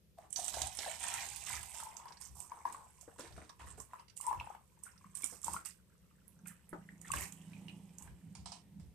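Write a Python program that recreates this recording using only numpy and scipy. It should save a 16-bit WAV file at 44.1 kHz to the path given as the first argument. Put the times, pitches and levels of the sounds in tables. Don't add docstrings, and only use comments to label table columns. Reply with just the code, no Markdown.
import sys
import numpy as np
from scipy import signal
from scipy.fft import rfft, irfft, next_fast_len
from scipy.io import wavfile
from scipy.ndimage import uniform_filter1d

SR = 44100
rng = np.random.default_rng(int(sys.argv[2]) if len(sys.argv) > 2 else 0)


def inscribe(sig):
    pcm = np.round(np.clip(np.atleast_2d(sig).T, -1, 1) * 32767)
    wavfile.write(sys.argv[1], SR, pcm.astype(np.int16))


N = 394254

# [t/s, level/dB]
FLOW_DB = [(0, -105), (.3, -91), (.37, -59), (1.3, -51), (1.8, -57.5), (2.05, -73), (2.9, -72.5),
           (3.3, -71.5), (3.9, -92), (4.65, -82), (5.1, -74), (5.85, -86), (6.95, -78.5), (7.3, -69.5),
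           (7.85, -76.5), (8.94, -88)]
# [t/s, depth/0-1]
DEPTH = [(1.5, 0.46), (2.3, 0.94)]
# [t/s, f/Hz]
HOLLOW_HZ = [(0, 750), (.9, 790), (1.55, 843), (1.9, 924), (2.7, 923), (4.4, 1025), (5.5, 1045), (7.2, 963),
             (8.9, 848)]
# [f/Hz, level/dB]
SPLASH = [(150, -20), (500, -17.5), (800, -1), (1150, -5), (1500, -4.5), (2000, -1), (3000, 3),
          (4500, -9.5), (7000, -11.5), (14000, -43.5)]
DROP_HZ = 8090


def amp(db):
    return 10 ** (np.asarray(db) / 20)


def unit(x):
    return x / np.sqrt(np.mean(x ** 2) + 1e-20)


def along(points, hz):
    f, v = np.transpose(points)
    return np.interp(np.log(hz + 1), np.log(f + 1), v)


def curves(rows):
    s, *cols = np.transpose(rows)
    return [np.interp(np.arange(N) / SR, s, c) for c in cols]


def filtered(x, response):
    n = x.shape[-1]
    m = next_fast_len(n + SR // 4)
    return irfft(rfft(x, m) * response(np.fft.rfftfreq(m, 1 / SR)), m)[..., :n]


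def coloured(x, spectrum, size=4096):
    cepstrum = irfft(np.log(amp(along(spectrum, np.fft.rfftfreq(size, 1 / SR)))))
    cepstrum[1:size // 2] *= 2
    cepstrum[size // 2 + 1:] = 0
    impulse = irfft(np.exp(rfft(cepstrum)))
    return signal.fftconvolve(x, impulse)[:len(x)]


def add(track, s, sound):
    part = track[max(0, round(s * SR)):][:len(sound)]
    part += sound[:len(part)]


def peaked(x, db):
    return amp(db) * x / np.abs(x).max()


def steady(x, span):
    power = np.abs(uniform_filter1d(x ** 2, int(span * SR) + 1))
    return x / np.sqrt(power + 0.013 * np.mean(x ** 2))


def humps(rows, half):
    t = np.arange(N) / SR
    return sum(amp(db) * np.exp(-((t - s) / half) ** 2) for s, db in rows)


def stream():
    # [f/Hz, level/dB]
    bare_colour = [(300, -68), (2000, -15.5), (3800, -4), (5200, -7.5), (6800, -5.5), (8200, -1.5),
                   (9500, -14), (11500, -23), (14500, -22.5)]
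    fizz_colour = [(300, -38), (2000, -19.5), (3800, -18), (5500, -5), (6800, -5.5), (8300, 5),
                   (9600, -5.5), (11200, -7), (13000, -7.5), (14500, -20)]
    spray_db, splash_db, gurgle_db = -2, -8, -14
    t = np.arange(N) / SR
    depth, = curves(DEPTH)
    plunge = np.interp(t, [7.2, 7.5], [1, .3])
    bubbly = (.35 + .35 * depth) * plunge

    fine_bubbles = bubbles(hz=8700, spread=0.34, cycles=0.94, size_db=9, count=7000, size=120)
    droplets = unit(patter(rate=2100, spread_db=6.0)) + bubbly * fine_bubbles
    droplets = patchy(droplets, depth_db=1.3)
    rush = unit(coloured(droplets, bare_colour))
    fizz = unit(coloured(droplets, fizz_colour))
    spray = steady((1 - depth) * rush + depth * fizz, span=.07)
    crackle = .55 * bubbles(hz=DROP_HZ, spread=.1, cycles=1.5, size_db=5, count=1100, size=120)

    froth = 1.8 * bubbles(hz=1800, spread=.3, cycles=1.3, size_db=5, count=3000)
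    splatter = unit(patter(rate=2200, spread_db=5.5)) + bubbly * froth
    splash = steady(patchy(coloured(splatter, SPLASH), depth_db=1.8), span=0.14)

    rings = bubbles(hz=curves(HOLLOW_HZ)[0], spread=0.11, cycles=1.7, size_db=-0.5, count=1400)
    lap_colour = [(250, -5.5), (550, -4.5), (700, -4.5), (1000, 6.5), (1300, -5.5), (3000, -32)]
    lapping = unit(coloured(patter(rate=1500, spread_db=4.0), lap_colour))
    gurgle = steady(plunge * rings + .5 * lapping, span=0.05)

    spraying, splashing, gurgling = pouring(depth)
    water = amp(spray_db) * spraying * (spray + crackle)
    water += amp(splash_db) * splashing * splash
    water += amp(gurgle_db) * gurgling * gurgle
    return water + pan((1 - depth) * splashing * rng.standard_normal(N))


def pouring(depth):
    # [t/s, length/s, spray level/dB, splash level/dB, gurgle level/dB]
    gushes = [(0.17, 0.078, -76.5, -71, -51), (0.362, 0.13, -46.5, -61, -45.5),
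              (0.521, 0.15, -48, -51.5, -39.5), (0.783, 0.14, -50, -46, -43),
              (1.004, 0.23, -50.5, -42, -45), (1.458, 0.095, -48, -42, -47.5),
              (1.735, 0.076, -52, -53.5, -48.5), (1.845, 0.27, -91, -63.5, -49),
              (2.199, 0.059, -55, -61.5, -56), (2.347, 0.1, -58, -88, -50.5),
              (2.494, 0.11, -74, -62.5, -48), (2.647, 0.18, -71, -89, -45.5), (3.59, 0.015, -70, -51, -48),
              (3.657, 0.038, -58.5, -57.5, -57), (3.771, 0.044, -60.5, -65.5, -62),
              (3.889, 0.12, -74, -64.5, -55.5), (4.222, 0.075, -58.5, -58.5, -46),
              (4.262, 0.27, -73.5, -63, -47), (4.851, 0.011, -62.5, -57.5, -69),
              (5.16, 0.19, -55, -64, -57), (5.434, 0.12, -51, -72, -45), (5.647, 0.015, -49, -52.5, -88),
              (6.45, 0.064, -72.5, -60.5, -86), (7.044, 0.095, -62, -52.5, -77),
              (7.129, 0.11, -47, -45.5, -43.5), (7.99, 0.087, -75, -67, -56.5)]
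    rise_s, fade_s = 0.0074, 0.029
    trickle_splash_db, splash_db_per_s = -5, 1.5
    trickle_gurgle_db, deep_gurgle_db = -3, 9.5
    t = np.arange(N) / SR
    flow_db, = curves(FLOW_DB)
    splash_flow_db = flow_db + trickle_splash_db + splash_db_per_s * t
    gurgle_flow_db = flow_db + trickle_gurgle_db + deep_gurgle_db * depth
    power = amp([flow_db, splash_flow_db, gurgle_flow_db]) ** 2
    age = t[:SR]
    for s, length, *levels_db in gushes:
        shape = np.minimum(age / rise_s, 1) * np.exp(-np.maximum(age - length, 0) / fade_s)
        for voice, db in zip(power, levels_db):
            add(voice, s, (amp(db) * shape) ** 2)
    return np.sqrt(power)


def patter(rate, spread_db):
    hit = rng.random(N) < rate / SR
    return hit * rng.choice([-1, 1], N) * amp(spread_db * rng.standard_normal(N))


def patchy(x, depth_db):
    z = signal.stft(x, nperseg=256)[2]
    blur = np.outer(np.hanning(13), np.hanning(35))
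    field = signal.fftconvolve(rng.standard_normal(z.shape), blur, "same")
    return signal.istft(z * amp(depth_db * unit(field)), nperseg=256)[1][:N]


def bubbles(hz, spread, cycles, size_db, count, size=700):
    place = rng.integers(0, N, count)
    pitch, life, strength = rng.standard_normal((3, count, 1))
    turns = (hz * np.ones(N))[place, None] * np.exp(spread * pitch) * np.arange(size) / SR
    u = turns / (cycles * np.exp(0.35 * life))
    climbing = np.sin(2 * np.pi * turns * (1 + 0.0033 * turns))
    rings = amp(size_db * strength) * u * np.exp(-u) * climbing
    index = place[:, None] + np.arange(size)
    return unit(np.bincount(index.ravel(), rings.ravel(), N)[:N])


def pan(drive):
    # [f/Hz, level/dB]
    modes = [(651, -11), (797, 2), (937, 7), (1717, -7.5), (1798, -4.5), (2040, 1), (2385, -0.5)]
    pan_db, t60_s = -13, 0.3
    t = np.arange(SR // 2) / SR
    ring = sum(amp(db - 60 * t / t60_s) * np.sin(2 * np.pi * hz * t) for hz, db in modes)
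    return amp(pan_db) * signal.fftconvolve(drive, ring / np.linalg.norm(ring))[:N]


def drops():
    # [t/s, level/dB, f/Hz]
    slaps = [(0.306, -39, 8100), (0.3283, -29, 8030), (0.3606, -28.5, 4380), (0.463, -36, 7960),
             (0.4812, -26.5, 7600), (0.618, -25, 7600), (0.7517, -35, 8760), (0.772, -30.5, 8640),
             (0.79, -46, 6450), (0.832, -45, 8030), (1.005, -31.5, 7760), (1.0185, -38, 7740),
             (1.039, -29, 8280), (1.0835, -28.5, 8000), (1.1399, -26, 7940), (1.301, -39, 8860),
             (1.313, -43, 8300), (1.4715, -37, 8700), (1.631, -33.5, 8650), (1.7472, -38.5, 7690),
             (1.836, -38, 9300), (1.9682, -34.5, 6500), (2.2138, -37.5, 8800), (2.403, -34, 8050),
             (2.725, -37.5, 8160), (3.0115, -40.5, 6950), (3.1945, -37.5, 7800), (3.8018, -36, 7700),
             (4.1684, -33, 8300), (4.1754, -33.5, 7950), (4.2115, -27.5, 8700), (4.267, -30, 8460),
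             (4.8362, -37, 8550), (5.1527, -33.5, 8850), (5.172, -32, 8750), (5.222, -34.5, 8800),
             (5.2428, -23.5, 8300), (5.2612, -30.5, 8000), (5.417, -42, 8350), (5.431, -39, 7040),
             (5.445, -28, 8400), (5.535, -26.5, 8950), (5.658, -30, 9100), (6.28, -46.5, 12600),
             (6.4718, -36.5, 8600), (6.475, -39, 12400), (6.4824, -37, 7900), (6.6928, -45, 11000),
             (7.015, -40.5, 7560), (7.1176, -27.5, 8500), (7.324, -37, 7400), (7.9846, -39, 7260),
             (8.0238, -38.5, 8360)]
    # [f/Hz, level/dB]
    slap_colour = [(500, -33.5), (3500, -32), (5200, -10.5), (6800, 0), (8300, 9), (10000, -1), (11500, -9),
                   (14500, -19.5)]
    # [f/Hz, level/dB]
    mist_colour = [(6000, -51.5), (10000, -19), (12500, 2.5), (14500, -1)]
    mist_db, mist_fade_s = -19.5, .016
    body_db_full, body_per_flow, full_flow_db = -16, .42, -54.5
    tick_db, tick_grows, middling_db = -1, 0.12, -33.5
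    out, t = np.zeros(N), np.arange(SR // 8) / SR
    touch = np.exp(-t[SR // 100::-1] / 0.0025)
    flow_db, depth = curves(FLOW_DB)[0], curves(DEPTH)[0]
    for s, db, hz in slaps:
        place = round(s * SR)
        spray, splash, lead, mist = rng.standard_normal((4, len(t)))
        colour = np.array(slap_colour) * [np.sqrt(hz / DROP_HZ), 1]
        hiss = coloured(lead[:len(touch)] * touch, colour)
        tick = (t / .00015) ** 2 * np.exp(-t / 0.00012) * np.sin(2 * np.pi * hz * t)
        slap = coloured(spray * (np.exp(-t / 0.0007) + 0.14 * np.exp(-t / 0.031)), colour)
        body = coloured(splash * np.exp(-t / 0.0084), SPLASH)
        body_db = body_db_full + body_per_flow * (flow_db[place] - full_flow_db)
        veil = coloured(mist * np.exp(-t / mist_fade_s), mist_colour)
        add(out, s - len(touch) / SR, peaked(hiss, db - 15))
        add(out, s, peaked(tick, db + tick_db + tick_grows * (db - middling_db)))
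        add(out, s, peaked(slap, db - 5.5))
        add(out, s, peaked(body, db + body_db))
        add(out, s, depth[place] * peaked(veil, db + mist_db))
    return out


def plops():
    # [t/s, level/dB, f/Hz]
    trapped = [(0.185, -45.5, 697), (0.39, -39, 720), (0.57, -37, 694), (0.862, -36.5, 770),
               (0.875, -35.5, 660), (1.827, -42.5, 940), (1.868, -40.5, 940), (1.997, -49, 966),
               (2.056, -42.5, 955), (2.106, -46.5, 960), (2.518, -38, 970), (2.653, -29, 966),
               (2.674, -39, 990), (2.701, -50, 1050), (2.746, -42.5, 1120), (3.497, -45, 1010),
               (3.597, -48, 984), (3.613, -45.5, 1010), (3.673, -48, 1070), (3.801, -46.5, 1065),
               (3.934, -37, 970), (3.996, -53, 1000), (4.201, -47.5, 1110), (4.328, -34.5, 1010),
               (4.346, -40, 965), (4.399, -37, 2650), (4.41, -37.5, 910), (4.471, -43, 905),
               (4.502, -44, 830), (4.549, -45.5, 924), (4.866, -50, 1510), (5.043, -52.5, 1120),
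               (5.234, -42, 2290), (5.481, -37, 930), (5.542, -42, 1000), (5.564, -36, 1360),
               (6.11, -64, 1210), (6.46, -50.5, 1390), (6.496, -52, 1810), (6.889, -46.5, 1870),
               (7.054, -54, 1350), (7.103, -39.5, 1120), (7.118, -34.5, 2630), (7.136, -34.5, 1094),
               (7.137, -34, 1690), (7.533, -50.5, 2500), (7.565, -53, 2330), (7.683, -43, 2870),
               (7.696, -48.5, 2550), (8.076, -53, 1650)]
    out = np.zeros(N)
    for s, db, hz in trapped:
        add(out, s, plop(hz, db, rise=0.4))
    return out


def strays(count=100):
    # [t/s, pitch/hollow's pitch]
    pitch_ratio = [(4.5, 0.9), (6.3, 1.4), (7.3, 2.6)]
    stray_db, scatter = 12, 0.14
    out = np.zeros(N)
    flow_db = curves(FLOW_DB)[0]
    centre_hz = curves(HOLLOW_HZ)[0] * curves(pitch_ratio)[0]
    for s, pitch in zip(rng.uniform(2.8, 7.1, count), rng.standard_normal(count)):
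        place = round(s * SR)
        hz = centre_hz[place] * np.exp(scatter * pitch)
        add(out, s, plop(hz, flow_db[place] + stray_db, rise=6.2))
    return out


def plop(hz, db, rise):
    churn_db, churn_tail, churn_fade_s = -7.5, .2, .02
    swell_ms, swell_cycles = 0.55, 1.3
    t = np.arange(SR // 10) / SR
    churn = rng.standard_normal(len(t)) * (np.exp(-t / 0.0015) + churn_tail * np.exp(-t / churn_fade_s))
    colour = [(hz / 3, -26), (hz, 0), (1.5 * hz, -6), (3 * hz, -28)]
    out = peaked(coloured(churn, colour), db + churn_db)
    add(out, 0, amp(db - 1.5) * bubble(hz, swell_ms + 1000 * swell_cycles / hz, rise))
    return out


def bubble(hz, swell_ms, rise):
    t = np.arange(SR // 20) / SR
    u = t * 1000 / max(swell_ms, .2)
    return u * np.exp(1 - u) * np.sin(2 * np.pi * hz * t * (1 + rise * t))


def gulps():
    # [t/s, level/dB, f/Hz, length/s]
    pockets = [(4.24, -45, 978, .03), (4.268, -32, 964, .009), (4.275, -27.5, 957, .019),
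               (4.31, -24.5, 969, .007)]
    out, t = np.zeros(N), np.arange(SR // 20) / SR
    for s, db, hz, length in pockets:
        swell = np.sin(np.pi * np.minimum(t / length, 1))
        add(out, s, amp(db) * swell * np.sin(2 * np.pi * hz * t))
    return out


def slides():
    # [t/s, level/dB, fade/s]
    lumps = [(2.655, -57, 0.14), (3.184, -49, 0.11), (3.362, -55.5, 0.11), (3.594, -58, 0.17),
             (4.856, -79, 0.015), (5.233, -48, 0.019), (5.461, -53.5, 0.13), (6.469, -86, 0.066),
             (7.135, -44, 0.077)]
    # [f/Hz, level/dB]
    slush = [(120, -7), (300, 10.5), (600, 2.5), (1100, -4), (1800, -1.5), (3000, -5.5), (5500, -5.5),
             (9000, -3), (14000, -46)]
    push, t = np.zeros(N), np.arange(SR // 3) / SR
    for s, db, fade in lumps:
        add(push, s, amp(db - 7.0) * (1 - np.exp(-t / 0.00077)) * np.exp(-(t / fade) ** 2))
    grit = unit(coloured(patter(rate=3200, spread_db=8.0), slush))
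    pops = bubbles(hz=1200, spread=.45, cycles=1.1, size_db=4, count=2500)
    return push * steady(grit + .8 * pops, span=.07)


def pieces():
    # [t/s, level/dB]
    impacts = [(.541, -31.5), (0.618, -29.5), (0.789, -29)]
    # [f/Hz, level/dB]
    bottom = [(300, -1), (1000, 1), (2500, -1), (4000, 5), (6000, 7), (8500, -2.5), (10000, -46),
              (14000, -28)]
    fade_s = 0.0023
    out, t = np.zeros(N), np.arange(SR // 40) / SR
    for s, db in impacts:
        crack = rng.standard_normal(len(t)) * np.exp(-t / fade_s)
        add(out, s, peaked(coloured(crack, bottom), db))
    return out


def knocks():
    # [t/s, level/dB, f/Hz]
    soft_hits = [(3.078, -60.5, 450), (3.193, -57.5, 400), (3.378, -55, 500), (3.419, -62.5, 560),
                 (3.779, -59.5, 507), (5.323, -61.5, 480), (6.729, -47, 393)]
    colour = [(120, -7.0), (300, 9), (700, 3.0), (1500, -2.0), (3000, -31.5), (9000, -38.0)]
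    out, t = np.zeros(N), np.arange(SR // 10) / SR
    for s, db, hz in soft_hits:
        note = bubble(hz, swell_ms=1.5, rise=0)
        rattle = coloured(rng.standard_normal(len(t)) * np.exp(-t / 0.014), colour)
        add(out, s, amp(db + 3) * note)
        add(out, s, peaked(rattle, db + 10.0))
    return out


def crinkles():
    # [t/s, level/dB]
    snaps = [(2.083, -44), (2.1218, -44.5), (2.171, -46), (3.206, -38), (3.274, -42.5), (3.3245, -43),
             (3.4934, -39.5), (3.9944, -51), (4.0815, -47.5), (4.098, -42), (4.9773, -51.5)]
    # [f/Hz, level/dB]
    plastic = [(500, -30), (1500, 4.5), (2600, 0), (4000, -1), (5700, 7.5), (6500, -4), (9000, -3.5),
               (14000, -37)]
    crinkle_db, fade_s = -8.5, .007
    out, t = np.zeros(N), np.arange(SR // 10) / SR
    for s, db in snaps:
        snap = rng.standard_normal(len(t)) * np.exp(-t / fade_s)
        add(out, s, peaked(coloured(snap, plastic), db + crinkle_db))
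    return out


def taps():
    # [t/s, level/dB]
    ticks = [(8.351, -47), (8.458, -40.5), (8.472, -56), (8.519, -41), (8.798, -57.5)]
    # [f/Hz, level/dB]
    handle = [(250, -46), (700, 6), (1000, 5), (1500, -10.5), (2600, -2), (3500, -3.5), (4600, -1),
              (6000, -1.5), (8800, -2.5), (10000, -17), (14000, -48)]
    out, t = np.zeros(N), np.arange(SR // 10) / SR
    for s, db in ticks:
        scrape = rng.standard_normal(len(t)) * (np.exp(-t / 0.0032) + 0.64 * np.exp(-t / 0.037))
        add(out, s, peaked(coloured(scrape, handle), db))
    return out


def bumps():
    # [t/s, level/dB]
    thuds = [(.627, -50), (1.58, -56.5), (2.338, -58), (3.36, -55.5), (3.662, -56.5), (3.774, -58),
             (4.392, -53), (5.509, -57.5), (7.176, -47), (8.103, -54.5), (8.427, -56), (8.848, -54.5)]
    # [f/Hz, level/dB]
    table = [(20, -38), (45, -19), (67, 1), (90, -8), (125, -11), (200, -25), (400, -31.5), (1000, -57)]
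    drum_db, rest_db, half_s = -15.5, -72, 0.06
    pair = [steady(coloured(rng.standard_normal(N), table), span=0.14) for _ in range(2)]
    boom = diffuse(np.array(pair))
    return boom * (amp(rest_db) + amp(curves(FLOW_DB)[0] + drum_db) + humps(thuds, half_s))


def motorbike():
    # [t/s, firing rate/Hz]
    firing_hz = [(5.1, 27.5), (5.7, 29.5), (6.5, 29.5), (6.75, 28), (7.5, 27), (7.85, 28.5), (8.94, 24)]
    # [t/s, level/dB]
    distance_db = [(4.8, -81), (5.2, -70), (6.1, -76), (6.45, -61.5), (6.63, -71), (6.9, -58), (7.4, -56.5),
                   (7.72, -50.5), (8.0, -61), (8.94, -63.5)]
    # [t/s, level/dB]
    swells = [(5.07, -63), (5.53, -57.5), (6.48, -57), (6.78, -55.5), (7.53, -55.5), (8.29, -51.5),
              (8.42, -58), (8.78, -51)]
    # [t/s, roughness/0-1]
    roughness = [(7.85, .35), (8.15, .8)]
    # [f/Hz, level/dB]
    exhaust = [(40, -56), (110, -3.5), (140, -9.5), (165, 7.5), (200, 6), (230, -14), (280, -5.5),
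               (400, -40), (800, -43), (2000, -96)]
    turns = np.floor(np.cumsum(curves(firing_hz)[0]) / SR)
    rough = np.clip(curves(roughness)[0], 0, 1)
    pulses = unit(np.diff(turns, prepend=0) * amp(1.8 * rng.standard_normal(N)))
    firings = np.sqrt(1 - rough ** 2) * pulses + rough * rng.standard_normal(N)
    low = filtered(coloured(firings, exhaust), lambda hz: 1 / (1 + (hz / 260) ** 8))
    drone = steady(low, span=.11)
    murmur_colour = [(150, -27.5), (260, 8.5), (380, -2.5), (550, -8.0), (900, -6.0), (2000, -40.0)]
    murmur = unit(coloured(rng.standard_normal(N), murmur_colour))
    arrival = np.interp(np.arange(N) / SR, [4.5, 4.9], [0, 1])
    nearness = amp(curves(distance_db)[0])
    swelling = nearness + humps(swells, half=0.042)
    return arrival * amp(-1.0) * (drone * swelling + amp(-13) * murmur * nearness)


def kitchen(x, early, count=36):
    # [f/Hz, t60/s]
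    decay = [(100, 0.11), (800, 0.23), (2500, 0.25), (8000, 0.12), (15000, 0.21)]
    out = np.zeros((2, N + SR))
    hop = N // count + 1
    for start in range(0, N, hop):
        hz, t, z = signal.stft(rng.standard_normal((2, SR // 3)), SR, nperseg=256)
        fading = z * amp(-60 * t / along(decay, hz)[:, None])
        tail = signal.istft(fading, SR, nperseg=256)[1]
        tail *= 1 + early * np.exp(-np.arange(tail.shape[1]) / SR / 0.0015)
        echo = signal.fftconvolve(x[None, start:start + hop], tail / np.linalg.norm(tail[0]), axes=1)
        out[:, start:start + echo.shape[1]] += echo
    return diffuse(out[:, :N])


def diffuse(pair):
    # [f/Hz, left-right likeness/0-1]
    likeness = [(60, 0.48), (300, 0.62), (800, 0.047), (1500, 0), (4000, 0)]
    turn = lambda hz: np.arccos(np.clip(along(likeness, hz), -1, 1)) / 2
    mid, side = filtered(pair, lambda hz: np.array([np.cos(turn(hz)), np.sin(turn(hz))]))
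    return np.array([mid + side, mid - side])


def hush():
    # [f/Hz, level/dB]
    quiet = [(20, 0), (65, -2.5), (120, 7.5), (190, 12), (260, -5), (500, -1), (800, -17.5), (2000, -15.5),
             (5000, -16.5), (8000, -19), (14500, -15.5)]
    pair = [coloured(rng.standard_normal(N), quiet) for _ in range(2)]
    return amp(-70.5) * unit(diffuse(np.array(pair)))


def scene():
    # [f/Hz, left minus right/dB]
    balance_db = [(60, 4), (200, -5), (400, 2.5), (750, 2), (1300, 3), (2400, -3), (4400, -15), (8100, -37),
                  (15000, -16.5)]
    pour = stream() + slides() + gulps()
    hits = drops() + plops() + strays() + knocks() + crinkles() + pieces() + taps()
    pour_echo = amp(-1.06) * kitchen(pour, early=.5)
    hit_echo = amp(1.55) * kitchen(hits, early=3.5)
    air = pour + hits + pour_echo + hit_echo + bumps() + motorbike()
    ratio = lambda hz: amp(along(balance_db, hz))
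    ports = filtered(air, lambda hz: 2 * np.array([ratio(hz), np.ones_like(hz)]) / (1 + ratio(hz)))
    return ports + hush()


def record(dry):
    top_hz = 14500
    return filtered(dry, lambda hz: 1 / (1 + (hz / top_hz) ** 120))


dry = scene()
out = record(dry)
inscribe(out)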